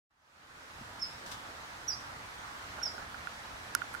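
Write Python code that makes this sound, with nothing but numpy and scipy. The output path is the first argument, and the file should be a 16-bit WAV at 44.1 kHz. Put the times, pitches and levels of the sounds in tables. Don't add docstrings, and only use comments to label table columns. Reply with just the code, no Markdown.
import sys
import numpy as np
from scipy import signal
from scipy.fft import rfft, irfft
from scipy.io import wavfile
from scipy.ndimage import uniform_filter1d

SR = 44100
rng = np.random.default_rng(int(sys.argv[2]) if len(sys.argv) > 2 else 0)


def store_wav(level_fs):
    pcm = np.round(np.clip(np.atleast_2d(level_fs), -1, 1) * 32767)
    wavfile.write(sys.argv[1], SR, pcm.T.astype(np.int16))


N = 176400

# start_s, length_s, top_hz, end_hz, mid_fall_s (after the start), fall_pace_s
NOTES = [(0.994, 0.063, 5460, 4800, .043, 0.0078), (1.876, 0.065, 5800, 4890, 0.028, 0.0046),
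         (2.825, 0.0636, 5604, 4920, .036, .0055)]
# time_s, level_db
NOTE_LOUDNESS = [
    [(.995, -43), (1.003, -40), (1.013, -47), (1.021, -32), (1.032, -25.5), (1.041, -36), (1.057, -34)],
    [(1.878, -30), (1.891, -23.5), (1.898, -33), (1.907, -25.5), (1.914, -41), (1.926, -29.5), (1.946, -33)],
    [(2.826, -39), (2.834, -29.5), (2.847, -33), (2.852, -39), (2.859, -20), (2.871, -40), (2.880, -30),
     (2.889, -36)],
]
# delay_s, left_db, right_db
NEAR_ECHOES = [(.0043, -21, -22), (.0117, -24, -26), (.0205, -21, -29)]
# start_s, ring_db, tick_db, contact_s
HOUSING_TAPS = [(2.783, -28.5, -55, .001), (2.7908, -24.5, -60, 0.0018), (2.8160, -22, -55, 0.0016),
                (2.8656, -23.5, -55, .002), (2.98, -21.5, -60, 0.0013), (3.1443, -23, -55, .0006),
                (3.272, -19.5, -45, 0.00015), (3.7503, -9, -6, 0.0004), (3.8153, -28, -60, 0.00073),
                (3.8186, -15, -46, 0.00055), (3.9413, -23, -35, .0005), (3.9490, -19, -35, 0.00039)]
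# pitch_hz, level_db, ring_s (time to fall by 60 dB)
HOUSING_TONES = [(1443, -1, .024), (1290, -19, .018), (1580, -16, 0.017), (2280, -18, 0.017),
                 (3070, -24, 0.022)]
# frequency_hz, level_db
TICK_SPECTRUM = [(1000, -34), (2000, -10), (2900, -9), (3900, -10.5), (5150, 0), (6300, -3), (7600, -10),
                 (9000, -4), (10600, 2), (12400, -14), (15500, -15)]
# pitch_hz, level_db, ring_s
BUMP_TONES = [(135, -41, 0.072), (223, -37.5, 0.064)]
# start_s, level_db, decay_s
RUSTLE_STROKES = [(1.258, -50, 0.075), (1.312, -41.5, 0.024)]
# frequency_hz, level_db
RUSTLE_SPECTRUM = [(500, -21), (1500, 2), (2400, -1.5), (3500, 3.5), (6000, 0.5), (9000, -6.5),
                   (13000, -10), (16000, -21)]
# start_s, level_db, decay_s
SCUFF_STROKES = [(2.782, -38.5, .014), (2.860, -36.5, .012), (2.937, -41, 0.021), (2.980, -41, 0.018),
                 (3.015, -43, 0.034)]
# frequency_hz, level_db
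SCUFF_SPECTRUM = [(60, -14), (300, -8), (720, 6), (1000, -6), (1400, 4), (2200, -21), (6000, -32),
                  (16000, -50)]
# start_s, level_db, decay_s
SCRAPE_STROKES = [(3.931, -49.5, 0.019)]
# frequency_hz, level_db
SCRAPE_SPECTRUM = [(3000, -30), (7000, -14), (8800, 3), (10300, -10), (12000, -2), (16000, -20)]
# frequency_hz, level_db
WASH_SPECTRUM = [(12, -42), (20, -31), (53, -1.5), (96, -2), (113, -4), (163, -9.5), (248, -6.5),
                 (410, -10), (459, -8), (527, -7.5), (825, -2.5), (1260, -1), (1660, -2.5), (2750, -11),
                 (3250, -12), (4300, -13.5), (6910, -19), (13900, -30.5), (16000, -35)]
# frequency_hz, likeness (1 = the same, 0 = unrelated)
WASH_LIKENESS = [(30, 0.91), (120, 0.95), (300, 0.71), (600, 0.3), (1200, -0.17), (2500, -0.39),
                 (6000, 0.13), (15000, -0.084)]
# frequency_hz, left_minus_right_db
WASH_BALANCE = [(60, -0.5), (240, -0.5), (950, -3), (3770, -1.5), (15000, 2)]
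# time_s, gain_db
FADE_CURVE = [(.09, -68), (0.109, -30.5), (.25, -19.5), (.4, -11.5), (.6, -5.5), (.85, -1.5), (1.2, -0.3),
              (2.1, 0.5), (4, 0.5)]


def kingfisher(echo_s=0.37, trees_db=-9):
    calls = np.zeros((1, N))
    for note, loudness in zip(NOTES, NOTE_LOUDNESS):
        add(calls, note[0], whistle(loudness, *note))
    t = np.arange(SR // 2) / SR
    paths = rng.standard_normal((2, len(t))) * die_away(t, echo_s) * np.minimum(t / 0.0061, 1)
    paths *= amp(trees_db) / np.linalg.norm(paths[0])
    paths[:, 0] += amp([-7.5, -0.5])
    for delay_s, left_db, right_db in NEAR_ECHOES:
        add(paths, delay_s, amp([[left_db], [right_db]]))
    return signal.fftconvolve(calls, paths, axes=1)[:, :N]


def whistle(loudness, start_s, length_s, top_hz, end_hz, mid_fall_s, fall_pace_s):
    attack_s, release_s = 0.0034, 0.004
    beak_hz, beak_width_hz = 11250, 640
    t = np.arange(0, length_s, 1 / SR)
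    scoop_hz = 200 * np.exp(-t / 0.0039)
    pitch_hz = end_hz + (top_hz - end_hz) / (1 + np.exp((t - mid_fall_s) / fall_pace_s)) - scoop_hz
    waver = 1 + 0.0045 * drift(len(t), hz=400)
    phase = 2 * np.pi * np.cumsum(pitch_hz * waver) / SR
    flutter_db = 2 * drift(len(t), hz=130)
    level_db = np.interp(start_s + t, *np.transpose(loudness)) + flutter_db
    on_off = np.clip(np.minimum(t / attack_s, (length_s - t) / release_s), 0, 1)
    overtone_gain = amp(-25.5) / np.hypot(1, 2 * (2 * pitch_hz - beak_hz) / beak_width_hz)
    tone = np.sin(phase) + overtone_gain * np.sin(2 * phase) + amp(-39) * np.sin(3 * phase)
    hiss = cut_lows(rng.standard_normal(len(t)), hz=4500)
    rasp = amp(-26) * hiss * np.exp(-((t - 0.008) / 0.005) ** 2)
    return on_off * amp(level_db) * (tone + rasp)


def taps():
    out = np.zeros((2, N))
    for start_s, ring_db, tick_db, contact_s in HOUSING_TAPS:
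        housing = cut_lows(ring(HOUSING_TONES, rise_s=contact_s), hz=1280)
        add(out, start_s, amp(ring_db) * pan(housing, left_db=-35))
        add(out, start_s, amp(tick_db) * pan(tick(), left_db=-8.5))
    return out


def tick(scatter_s=0.0016):
    t = np.arange(2048) / SR
    log_gain = np.log(amp(look_up(TICK_SPECTRUM, abs(np.fft.fftfreq(len(t), 1 / SR)))))
    snap = np.fft.ifft(np.exp(signal.hilbert(log_gain).conj())).real
    hit = t == 0
    scatter = 0.084 * rng.standard_normal((2, len(t))) * np.exp(-t / scatter_s)
    return signal.fftconvolve(hit + scatter, snap[None] / abs(snap).max(), axes=1)


def bump():
    out = np.zeros((2, N))
    add(out, start_s=0.811, sound=ring(BUMP_TONES, rise_s=0.0011))
    return out


def ring(tones, rise_s):
    t = np.arange(SR // 10) / SR
    ringing = sum(amp(db) * die_away(t, ring_s) * np.sin(2 * np.pi * hz * t) for hz, db, ring_s in tones)
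    return (1 - np.exp(-t / rise_s)) * ringing


def rubbing(strokes, spectrum, left_db, rise_s=0.0045):
    out = np.zeros((2, N))
    t = np.arange(SR // 2) / SR
    colour = amp(look_up(spectrum, np.fft.rfftfreq(len(t), 1 / SR)))
    for start_s, level_db, decay_s in strokes:
        grains = rng.standard_normal((2, len(t))) * amp(drift(len(t), hz=600))
        noise = unit(irfft(rfft(grains) * colour, len(t)))
        shape = np.minimum(t / rise_s, 1) * np.exp(-t / decay_s)
        add(out, start_s, amp(level_db) * noise * shape)
    return pan(out, left_db)


def outdoor_wash(level_db=-46, patch_db=1.1, swell_db=0.3):
    slices, hz = N // 512 + 5, np.fft.rfftfreq(2048, 1 / SR)
    draws = rng.standard_normal((5, slices, len(hz)))
    left, unrelated = draws[0] + 1j * draws[1], draws[2] + 1j * draws[3]
    patches = unit(uniform_filter1d(uniform_filter1d(draws[4], size=7, axis=0), size=20, axis=1))
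    swell = unit(uniform_filter1d(rng.standard_normal(slices), size=25))[:, None]
    likeness = look_up(WASH_LIKENESS, hz)
    right = likeness * left + np.sqrt(1 - likeness ** 2) * unrelated
    lean = amp(look_up(WASH_BALANCE, hz) / 2)
    grid = np.array([left * lean, right / lean])
    grid *= amp(look_up(WASH_SPECTRUM, hz) + patch_db * patches + swell_db * swell)
    noise = signal.istft(grid.swapaxes(1, 2), nperseg=2048, noverlap=1536)[1][:, :N]
    return amp(level_db) * unit(noise)


def amp(db):
    return 10 ** (np.asarray(db) / 20)


def unit(x):
    return x / np.sqrt(np.mean(x ** 2) + 1e-20)


def look_up(table, hz):
    row_hz, value = np.transpose(table)
    return np.interp(np.log(hz + 1), np.log(row_hz + 1), value)


def add(mix, start_s, sound):
    part = mix[:, round(start_s * SR):][:, :sound.shape[-1]]
    part += sound[..., :part.shape[1]]


def pan(sound, left_db):
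    return sound * amp([[left_db], [0]])


def cut_lows(sound, hz):
    return signal.sosfilt(signal.butter(2, hz, "high", fs=SR, output="sos"), sound)


def die_away(t, ring_s):
    return np.exp(-np.log(1000) * t / ring_s)


def drift(count, hz):
    rates_hz = np.fft.rfftfreq(SR, 1 / SR)
    smoothing = np.exp(-(rates_hz / hz) ** 2)
    return unit(irfft(rfft(rng.standard_normal(SR)) * smoothing, SR))[:count]


def scene():
    rustle = rubbing(RUSTLE_STROKES, RUSTLE_SPECTRUM, left_db=3.5)
    scuffs = rubbing(SCUFF_STROKES, SCUFF_SPECTRUM, left_db=-4)
    scrape = rubbing(SCRAPE_STROKES, SCRAPE_SPECTRUM, left_db=-8)
    background = outdoor_wash()
    return kingfisher() + taps() + bump() + rustle + scuffs + scrape + background


def record(dry):
    faded = dry * amp(np.interp(np.arange(N) / SR, *np.transpose(FADE_CURVE)))
    treble_cut = signal.firwin(511, cutoff=15900, window=("kaiser", 9), fs=SR)
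    return signal.oaconvolve(faded, treble_cut[None], "same")


dry = scene()
out = record(dry)
store_wav(out)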